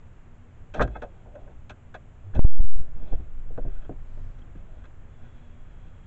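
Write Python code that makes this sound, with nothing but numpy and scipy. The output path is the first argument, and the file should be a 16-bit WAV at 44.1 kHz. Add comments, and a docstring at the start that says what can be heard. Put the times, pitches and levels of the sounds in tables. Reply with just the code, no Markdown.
"""Car door opened from outside

A phone inside a parked car hears the door handle pulled: clicks, thuds and rubbing ring families of door modes,
with short pings, a plastic squeak and falling panel tones among them. The seal lets go and the cab pressure
swings so far that the microphone sits at its limits, then the door shudders open.
Shaped noise makes the low wind rumble and outdoor hiss, narrow noise the faint hum; a faint high whine joins late."""
import sys
import numpy as np
from scipy import signal
from scipy.fft import rfft, irfft
from scipy.io import wavfile
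from scipy.ndimage import uniform_filter1d

SR = 44100
rng = np.random.default_rng(int(sys.argv[2]) if len(sys.argv) > 2 else 0)


def wav_out(sig):
    """Save sig, one row per channel (or a flat mono array), as 16-bit PCM at SR to the path in sys.argv[1]."""
    wavfile.write(sys.argv[1], SR, np.round(np.clip(np.atleast_2d(sig).T, -1, 1) * 32767).astype(np.int16))


N = 267246
T = np.arange(N) / SR  # time [s]

# Noise spectra, relative until scaled to rms 1: (frequency [Hz], density [dB per Hz])
WIND_SPECTRUM = [(1.8, -31), (3.0, -1), (19, 0), (31, -3), (54, -14), (80, -11), (100, -41), (180, -120)]
HISS_SPECTRUM = [(35, -3), (60, 1.5), (125, -0.5), (188, -11), (205, -26), (236, -9.5), (261, -15),
                 (592, -20), (967, -25), (1400, -26), (3040, -35.5), (3360, -39), (4860, -58.5),
                 (7170, -38.5), (7940, -46), (10300, -85.5), (17500, -120)]
CIRCUIT_SPECTRUM = [(20, 16.0), (1000, -5.0), (3000, -20.5), (8000, -25.5)]
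# Hum lines: (frequency [Hz], level [dB])
HUM_LINES = [(118.4, -60), (177.6, -66.5), (236, -65)]
# Lift of the middle of the hiss, 2.5 dB from the start and rising further as the door opens: (time [s], lift
# [dB])
OUTDOOR_LIFT = [(2.4, 2.5), (3, 3.5)]

# Short squeaks and pings: (time [s], pitch [Hz], level [dB], length [s], pitch wobble [share])
PING_EVENTS = [(1.364, 609.3, -43, 0.0515, 0.052), (1.475, 589.7, -50, 0.03, 0.034),
               (2.288, 97.52, -35, 0.079, 0.025), (4.422, 3210, -60, 0.0093, 0.018),
               (3.849, 3180, -62.5, 0.0074, .02), (4.562, 238.2, -45, 0.0097, 0.048)]
# Partials of the plastic squeak: (multiple of the pitch [1], level above the squeak level [dB])
SQUEAK_PARTIALS = [(1, 3), (2, 5.5), (3, 5), (4, -10), (5, -4.5), (6, -4.5), (7, -30.5), (8, -10.5),
                   (9, -28.5)]
# Short falling "pews" of the panel: (time [s], level [dB])
PANEL_DROPS = [(.9645, -33.5), (1.7065, -43), (1.954, -35.5), (2.599, -48.5)]

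# Families of door modes, low to high: (frequency [Hz], relative level [dB], 60 dB decay time [s])
BOOM_MODES = [(37, 0, .3), (50, 5, .38), (60, 2, .25), (84, -3, .12), (115, -1.5, .12)]
BODY_MODES = [(137.84, 0, 0.12), (204, -5, 0.08), (264.05, -3.5, 0.083), (322.45, -6, 0.12),
              (390.4, -6.5, 0.12)]
PANEL_MODES = [(470.1, -5, 0.052), (496.7, -12, 0.084), (550.6, -2.5, 0.044), (611.4, -1, 0.068),
               (704.2, -4, 0.062), (774.1, -7.5, 0.056), (882, -9, 0.018)]
LATCH_MODES = [(1034, -7, 0.045), (1234.5, -7, 0.045), (1329, -7, 0.06), (1480.4, -2.5, 0.045),
               (1589.7, -2, 0.058), (1651.5, -5.5, 0.031), (1922.6, -13.5, 0.06)]
CRACK_MODES = [(2158, -10, 0.027), (2420, -8, 0.022), (2586, -2.5, 0.035), (3320, -5, 0.013),
               (3570, -9.5, 0.0091), (3990, -15.5, 0.011), (5680, -20, 0.02), (6367, -15.5, 0.014),
               (7390, -21, 0.01)]
FAMILIES = (BOOM_MODES, BODY_MODES, PANEL_MODES, LATCH_MODES, CRACK_MODES)
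# Handle, hinges, seal and cloth rubbing:
# (time [s], panel level [dB], added to the latch share [dB], added to the crack share [dB])
RUBBING = [(.72, -100.5, 0.5, 5.5), (.76, -41, 8, 1.5), (.8, -41.5, 3.5, -7.5), (.95, -65, -1, 0.5),
           (1.2, -71, 5.5, 2.5), (1.33, -64.5, -6.5, -7), (1.42, -64.5, -5, -1.5), (1.52, -68, -3, -2),
           (1.6, -87, -3, 1), (2.2, -83, -14, 7.5), (2.28, -62, -6.5, -3), (2.325, -69, -1.5, -4.5),
           (2.36, -56, -4.5, -4.5), (2.8, -65, -2, 1), (2.95, -67, 1.5, -3.5), (3.08, -59, -5, 5),
           (3.2, -66.5, -4.5, 2), (3.35, -85.5, -6.5, 0.5), (3.6, -60.5, -0.5, -4), (3.72, -68, 13, 7),
           (3.85, -70.5, 11.5, 6), (4.0, -80, 3.5, 0.5), (4.3, -72, 7.5, 2), (4.44, -67, 8.5, -2),
           (4.6, -70, 4.5, 2.5), (4.78, -73, 6, 3.5), (4.84, -68.5, 14.5, 0), (5.0, -81.5, 4.5, 2.5),
           (5.13, -72, 9.5, 6.5), (5.25, -71.5, 15.5, 9.5), (5.35, -71.5, 12, 12), (5.6, -78, 9, 11),
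           (6.0, -76, 10, 12)]
# Handle and latch clicks; weight, latch and crack are relative to the panel:
# (time [s], panel level [dB], weight [dB], latch [dB], crack [dB], panel rattle [s])
CLICK_EVENTS = [(.738, -42, -13, 6.5, 4, 0.01), (0.743, -31.5, -13.5, -3.5, -6.5, 0.033),
                (0.7947, -24, 7.5, 12.5, -34, 0.00274), (.802, -14, -4, -4, -50.5, 0.0072),
                (0.809, -11, -9.5, -1.5, -19, 0.00572), (.818, -27, -1.5, 2, 0, 0.0165),
                (0.847, -32.5, 10, -7, -28.5, 0.0051), (0.875, -33.5, 11, 0.5, -12, 0.00263),
                (0.953, -37.5, -7.5, 4.5, -26, 0.0044), (0.959, -37.5, -3.5, -2.5, -23, 0.013),
                (.965, -46, -10, -5.5, -5, .005), (1.018, -30, -23.5, -3, -13, 0.00914),
                (1.029, -29.5, -8, -11, -22.5, 0.0091), (1.046, -41.5, -33, -10, -20, 0.019),
                (1.253, -48.5, -3.5, -16.5, -21, 0.03), (1.35, -43.5, -23, -3.5, -13, 0.0213),
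                (1.472, -50, -8.5, -3, -26, 0.026), (1.6945, -42.5, 1.5, 3.5, 5, 0.00624),
                (1.702, -43.5, 2, 2.5, -1.5, 0.00795), (1.941, -33.5, -11.5, 1, -10, 0.0059),
                (1.948, -37, -11.5, -6.5, -8.5, 0.011), (2.336, -50, 13.5, 7.5, -13, 0.01),
                (2.347, -37, 7.5, -9, -6, 0.01), (2.359, -45.5, 6.5, 4, 0.5, 0.0064),
                (2.372, -52.5, 1, -7, -2, 0.003), (3.816, -51.5, -7.5, 0, -8, 0.0102),
                (3.845, -51, 6.5, -1, -8.5, 0.00725), (4.385, -60, -4.5, -6, 1.5, 0.01046),
                (4.415, -55.5, 6.5, -3.5, -10, 0.00521), (4.838, -62, -2, 15.5, 6, 0.00834),
                (4.853, -61, -5.5, 13, 9, 0.005)]
# Thuds of the moving door; boom, body and latch are relative to the panel:
# (time [s], panel level [dB], boom [dB], body [dB], latch [dB], rattle [s])
THUD_EVENTS = [(2.354, -30.5, 12.5, 6, -23, 0.01216), (2.368, -39, 1.5, 4.5, -12.5, 0.0064),
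               (2.38, -37.5, 7, 12, -14.5, 0.0042), (2.756, -51.5, 11.5, -0.5, -19, 0.0071),
               (2.792, -50, 24.5, -9.5, -5, 0.00418), (2.956, -56, 0.5, 14, -22.5, 0.0093),
               (2.996, -61, -1.5, -2, 1, 0.0089), (3.023, -45, 9.5, 3, -19, 0.0079),
               (3.076, -51.5, 1, -3, -16.5, 0.0109), (3.123, -33, 5, 1, -28.5, 0.00935),
               (3.134, -34, 2.5, 2, -17.5, 0.00353), (3.194, -54.5, 18, 12.5, -9.5, 0.0115),
               (3.257, -58.5, 10, 5, -22.5, 0.0099), (3.503, -44, 7, 0.5, -24.5, 0.0096),
               (3.576, -23, -20.5, -6.5, -20, 0.0048), (3.587, -35.5, -14, -2.5, -26, 0.00949),
               (3.647, -38, 5, 2.5, -27.5, 0.011), (3.66, -47, -5, 9.5, -29, .012),
               (3.675, -44.5, -4.5, 2.5, -17, 0.00818), (3.892, -28, -17.5, -0.5, -25, 0.005),
               (3.904, -41.5, -14.5, 4.5, -32.5, 0.01023), (4.172, -45.5, -1.5, 5, -17, 0.0068),
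               (4.552, -47.5, -26, 8, -9.5, 0.0044)]

# Cab pressure as the seal lets go, before rounding and limiting: (time [s], pressure [share of full scale])
SEAL_SURGE = [(2.3928, .02), (2.3945, -1.2), (2.42, -3), (2.4478, -.56), (2.454, 1), (2.52, 3),
              (2.592, .52), (2.599, .22), (2.609, -.7), (2.735, -1.1), (2.754, -.54), (2.768, -.27)]
# Jolts of the door that push or pull the cab air: (time [s], pressure [share of full scale], length [s])
DOOR_JOLTS = [(.795, -.1, .014), (2.347, .08, .02), (2.6455, .46, .024), (2.8, -.18, .03),
              (2.905, .05, .03), (2.935, -.05, .025), (2.96, .06, .04), (3.035, .08, .05), (3.13, .2, .022),
              (3.148, .22, .022), (3.177, -.09, .03), (3.297, .06, .025), (3.326, -.07, .025),
              (3.353, .07, .025), (3.381, -.05, .025), (3.495, .1, .03), (3.525, -.11, .04),
              (3.572, -.06, .025), (3.61, -.05, .02), (3.635, .08, .04), (3.68, .06, .03),
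              (3.725, -.05, .04), (3.77, -.08, .07), (3.82, -.04, .02), (3.843, .05, .035)]

WIND_SHUT_DB, WIND_OPEN_DB, OPENS_S = -47, -43.5, 2.8
STIR_DB, STIR_DB_PER_S = -38.5, -3.5  # air stirred by the swing of the door, dying away
DRONE_HZ, DRONE_WIDTH_HZ, DRONE_DB = 88, 5, -57
SWELL_S, SWELL_LENGTH_S, SWELL_DB = 4.2, 0.37, 11.5  # one swell of the drone
HUM_WIDTH_HZ, HISS_DB = 3.2, -52.5

WHINE_FROM_S, WHINE_FADE_S, WHINE_DB = 5.03, .15, -78.5
WHINE_HZ, WHINE_SAG_HZ_PER_S = 3430, 170
WHINE_WAVER, WHINE_BLUR = .005, .014  # slow and quick pitch wobble [share]

SQUEAK_S, SQUEAK_LENGTH_S, SQUEAK_DB = .964, .02, -51
SQUEAK_HZ, SQUEAK_WOBBLE = 427, .005  # pitch, wobble [share]
DROP_HZ, DROP_OCTAVES_PER_S, DROP_LENGTH_S = 716.35, -65, 0.0113

MODE_SCATTER_DB = 2.0  # each blow shares its energy a little differently
STRIKE_DB, STRIKE_S = 2, 0.001224  # first contact of a blow: level above the rattle, decay time
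CLICK_RISE_S, CLICK_SNAP_S = 0.00355, 0.0074  # build-up; longest rattle of latch and crack
CLICK_BOOM_DB = -0.5  # boom above the weight
THUD_RISE_S, THUD_CRACK_DB = .0012, -17.5  # build-up; crack above the latch
THUD_TILT_DB = -13  # per octave above 500 Hz: soft blows favour the lower panel modes
RUB_BODY_DB, RUB_LATCH_DB, RUB_CRACK_DB = 3.5, -13.5, -13  # above the panel
RUB_PATCHY_DB = 2.3

SETTLE_S, SETTLE_HZ = .13, 1.9  # the air sloshes back to rest after the surge
SHUDDER_FROM_S, SHUDDER_TO_S, SHUDDER_FADE_S = 2.85, 4.3, 0.518
SHUDDER_DB, SHUDDER_DB_PER_S, SHUDDER_PATCHY_DB = -29, -4.5, 2.3
SHUDDER_HZ, SHUDDER_WOBBLE = 18, .15  # rate, wobble [share]

LIMIT, CIRCUIT_DB, TOP_HZ = .5, -73, 8020  # input limit [share of full scale], circuit noise, top cut


def undb(db):
    """dB to gain."""
    return 10 ** (np.asarray(db) / 20)


def unit(x):
    """Scaled to rms 1."""
    return x / np.sqrt(np.mean(x ** 2))


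def curve(rows):
    """Each column joined by straight lines in time."""
    times, *columns = np.transpose(rows)
    return [np.interp(T, times, column) for column in columns]


def bell(s, length):
    """Swells and fades around its moment; length spans the two points at 1/e."""
    return np.exp(-((T - s) / (length / 2)) ** 2)


def ramp(s, fade):
    """0 before s, 1 from s + fade on."""
    return np.clip((T - s) / max(fade, .001), 0, 1)


def walk(rate):
    """Random levels held for 1 / rate s and slewed twice; spread near 1."""
    hold = int(SR / rate)
    steps = np.repeat(rng.standard_normal(N // hold + 1), hold)
    return 1.3 * uniform_filter1d(uniform_filter1d(steps, hold), hold)[:N]


def turning(hz):
    """Phase in radians of a tone whose pitch follows hz."""
    return 2 * np.pi * np.cumsum(hz) / SR


def band(hz, width):
    """Noise in one resonance, rms 1."""
    return unit(signal.lfilter(*signal.iirpeak(hz, hz / width, fs=SR), rng.standard_normal(N)))


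def coloured(spectrum):
    """Noise with the given spectrum, rms 1."""
    hz, db = np.transpose(spectrum)
    log_hz = np.log(np.fft.rfftfreq(N, 1 / SR) + 0.41)  # the offset avoids log of zero
    shape = undb(np.interp(log_hz, np.log(hz), db))
    return unit(irfft(rfft(rng.standard_normal(N)) * shape, N))


def air():
    """Wind rumble, a wavering drone, hum lines and hiss; wind and outdoor hiss rise as the door opens."""
    opened = ramp(OPENS_S, 0.12)
    steady_wind = undb(WIND_SHUT_DB + (WIND_OPEN_DB - WIND_SHUT_DB) * opened)
    stirred = opened * undb(STIR_DB + STIR_DB_PER_S * (T - OPENS_S))
    rumble = np.hypot(steady_wind, stirred) * undb(2 * walk(30)) * coloured(WIND_SPECTRUM)
    drone_db = DRONE_DB + SWELL_DB * bell(SWELL_S, SWELL_LENGTH_S) + 1.2 * walk(0.97)
    drone = undb(drone_db) * band(DRONE_HZ, DRONE_WIDTH_HZ)
    hum = sum(undb(db) * band(hz, HUM_WIDTH_HZ) for hz, db in HUM_LINES)
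    hiss = coloured(HISS_SPECTRUM)
    # the middle of the hiss stands a little higher, more so once the door opens; the phone's own treble noise
    # stays
    outdoor = signal.sosfilt(signal.butter(1, (500, 3500), "band", fs=SR, output="sos"), hiss)
    lift = undb(curve(OUTDOOR_LIFT)[0]) - 1
    return rumble + drone + hum + undb(HISS_DB) * (hiss + lift * outdoor)


def whine():
    """A faint high tone, blurred by quick pitch wobble, that sinks a little."""
    hz = WHINE_HZ - WHINE_SAG_HZ_PER_S * (T - WHINE_FROM_S)
    wobble = WHINE_WAVER * walk(11) + WHINE_BLUR * walk(150)
    level = ramp(WHINE_FROM_S, WHINE_FADE_S) * undb(WHINE_DB + 0.92 * walk(13))
    return level * np.sin(turning(hz * (1 + wobble)))


def pings():
    """Brief tones; much wobble turns a ping into a scrape."""
    drift = np.cumsum(walk(400)) / SR
    out = 0
    for s, hz, db, length, wobble in PING_EVENTS:
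        warped_time = T + wobble * (drift - drift[int(s * SR)])
        out = out + undb(db) * bell(s, length) * np.sin(2 * np.pi * hz * warped_time)
    return out


def squeak():
    """Plastic slips at a nearly steady rate for a moment: a stack of partials, the high ones peaking first."""
    phase = turning(SQUEAK_HZ * (1 + SQUEAK_WOBBLE * walk(200)))
    out = 0
    for multiple, db in SQUEAK_PARTIALS:
        swell = bell(SQUEAK_S - .0006 * multiple, SQUEAK_LENGTH_S * (1 + .04 * multiple))
        partial = np.sin(round(multiple) * phase + rng.uniform(0, 2 * np.pi))
        out = out + undb(SQUEAK_DB + db) * swell * partial
    return out


def drops():
    """A bending wave in the panel arrives treble first, so its pitch falls."""
    rate = DROP_OCTAVES_PER_S * np.log(2)
    out = 0
    for s, db in PANEL_DROPS:
        near = np.clip(T - s, -.03, .03)  # keeps the glide within the audible moment
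        phase = 2 * np.pi * DROP_HZ * np.exp(rate * near) / rate
        out = out + undb(db) * bell(s, DROP_LENGTH_S) * np.sin(phase)
    return out


def ring(modes, force):
    """Each mode is shaken by its own rough copy of the contact force; a family radiates little above its top mode."""
    out = 0
    for hz, db, t60 in modes:
        radius = np.exp(-np.log(1000) / (t60 * SR))
        w = 2 * np.pi * hz / SR
        rough_force = force * np.sign(rng.standard_normal(len(force)))
        gain = undb(db + MODE_SCATTER_DB * rng.standard_normal())
        resonator = [1, -2 * radius * np.cos(w), radius * radius]
        out = out + gain * unit(signal.lfilter([1], resonator, rough_force))
    out = signal.sosfilt(signal.butter(4, 1.2 * modes[-1][0], fs=SR, output="sos"), out)
    # the family takes up the whole energy of the contact
    mode_power = np.sum(undb(np.array(modes)[:, 1]) ** 2) / 2
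    return unit(out) * np.sqrt(np.mean(force ** 2) * mode_power)


def blow(modes, s, db, rise, length):
    """A short rattle, strongest at first contact, rings one family of modes as they die away."""
    seconds = min(1, 8 * length + max(t60 for _, _, t60 in modes))
    u = T[:int(SR * seconds)]
    build_up = 1 - np.exp(-u / max(rise, .0003))
    rattle = np.exp(-u / max(length, .001))
    strike = undb(STRIKE_DB) * np.exp(-u / max(STRIKE_S, .0003))
    out = np.zeros(N + SR)
    start = int(s * SR)
    out[start:start + len(u)] = undb(db) * ring(modes, build_up * (rattle + strike))
    return out[:N]


def clicks():
    """Handle and latch parts strike the door; latch and crack get a shorter rattle where the panel's is long."""
    out = 0
    for s, db, weight_db, latch_db, crack_db, rattle in CLICK_EVENTS:
        snap = min(CLICK_SNAP_S, rattle)
        shares = weight_db + CLICK_BOOM_DB, weight_db, 0, latch_db, crack_db
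        lengths = rattle, rattle, rattle, snap, snap
        for modes, share_db, length in zip(FAMILIES, shares, lengths):
            out = out + blow(modes, s, db + share_db, CLICK_RISE_S, length)
    return out


def thuds():
    """Softer blows of the moving door, which favour the lower panel modes."""
    dull_panel = [(hz, db + THUD_TILT_DB * np.log2(hz / 500.0), t60) for hz, db, t60 in PANEL_MODES]
    families = BOOM_MODES, BODY_MODES, dull_panel, LATCH_MODES, CRACK_MODES
    out = 0
    for s, db, boom_db, body_db, latch_db, rattle in THUD_EVENTS:
        shares = boom_db, body_db, 0, latch_db, latch_db + THUD_CRACK_DB
        for modes, share_db in zip(families, shares):
            out = out + blow(modes, s, db + share_db, THUD_RISE_S, rattle)
    return out


def rubbing():
    """A patchy, continuous friction force drives every family but the boom."""
    rub_db, latch_db, crack_db = curve(RUBBING)
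    friction = undb(rub_db + RUB_PATCHY_DB * walk(30))
    shares = RUB_BODY_DB, 0, RUB_LATCH_DB + latch_db, RUB_CRACK_DB + crack_db
    return sum(ring(modes, undb(share_db) * friction) for modes, share_db in zip(FAMILIES[1:], shares))


def door():
    """Clicks, thuds and rubbing all ring the same families of door modes."""
    return clicks() + thuds() + rubbing()


def seal_surge():
    """The seal lets go: pressure swings, rounded by the air's inertia, then sloshes back to rest."""
    after = np.maximum(T - SEAL_SURGE[-1][0], 0)
    settling = np.exp(-after / SETTLE_S) * np.cos(2 * np.pi * SETTLE_HZ * after)
    surge = curve(SEAL_SURGE)[0] * (T > SEAL_SURGE[0][0]) * settling
    # slow swings are rounder than the break of the seal
    soft = uniform_filter1d(uniform_filter1d(surge, size=300), size=300)
    return np.where(T > 2.62, soft, uniform_filter1d(surge, size=18))


def shudder():
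    """The swinging door pumps the cab air at a low, wobbling rate, dying away."""
    phase = turning(SHUDDER_HZ * (1 + SHUDDER_WOBBLE * walk(9.4)))
    swinging = ramp(SHUDDER_FROM_S, SHUDDER_FADE_S) - ramp(SHUDDER_TO_S, SHUDDER_FADE_S)
    level_db = SHUDDER_DB + SHUDDER_DB_PER_S * (T - SHUDDER_FROM_S) + SHUDDER_PATCHY_DB * walk(12.0)
    return swinging * undb(level_db) * np.sin(phase)


def cab_pressure():
    """The surge of the seal, the jolts and the shudder of the door add up in the cab air."""
    jolts = sum(share * bell(s, length) for s, share, length in DOOR_JOLTS)
    return seal_surge() + jolts + shudder()


def scene():
    """All sources at the phone, one channel."""
    background = air() + whine()
    details = pings() + squeak() + drops()
    return (background + details + door() + cab_pressure())[None, :]


def record(dry):
    """The phone's input stops flat at its limits, later circuits add a faint noise; the top is cut."""
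    limited = np.clip(dry, -LIMIT, LIMIT)
    noisy = limited + undb(CIRCUIT_DB) * coloured(CIRCUIT_SPECTRUM)
    return signal.sosfilt(signal.ellip(14, .1, 80, TOP_HZ, fs=SR, output="sos"), noisy)


dry = scene()
out = record(dry)
wav_out(out)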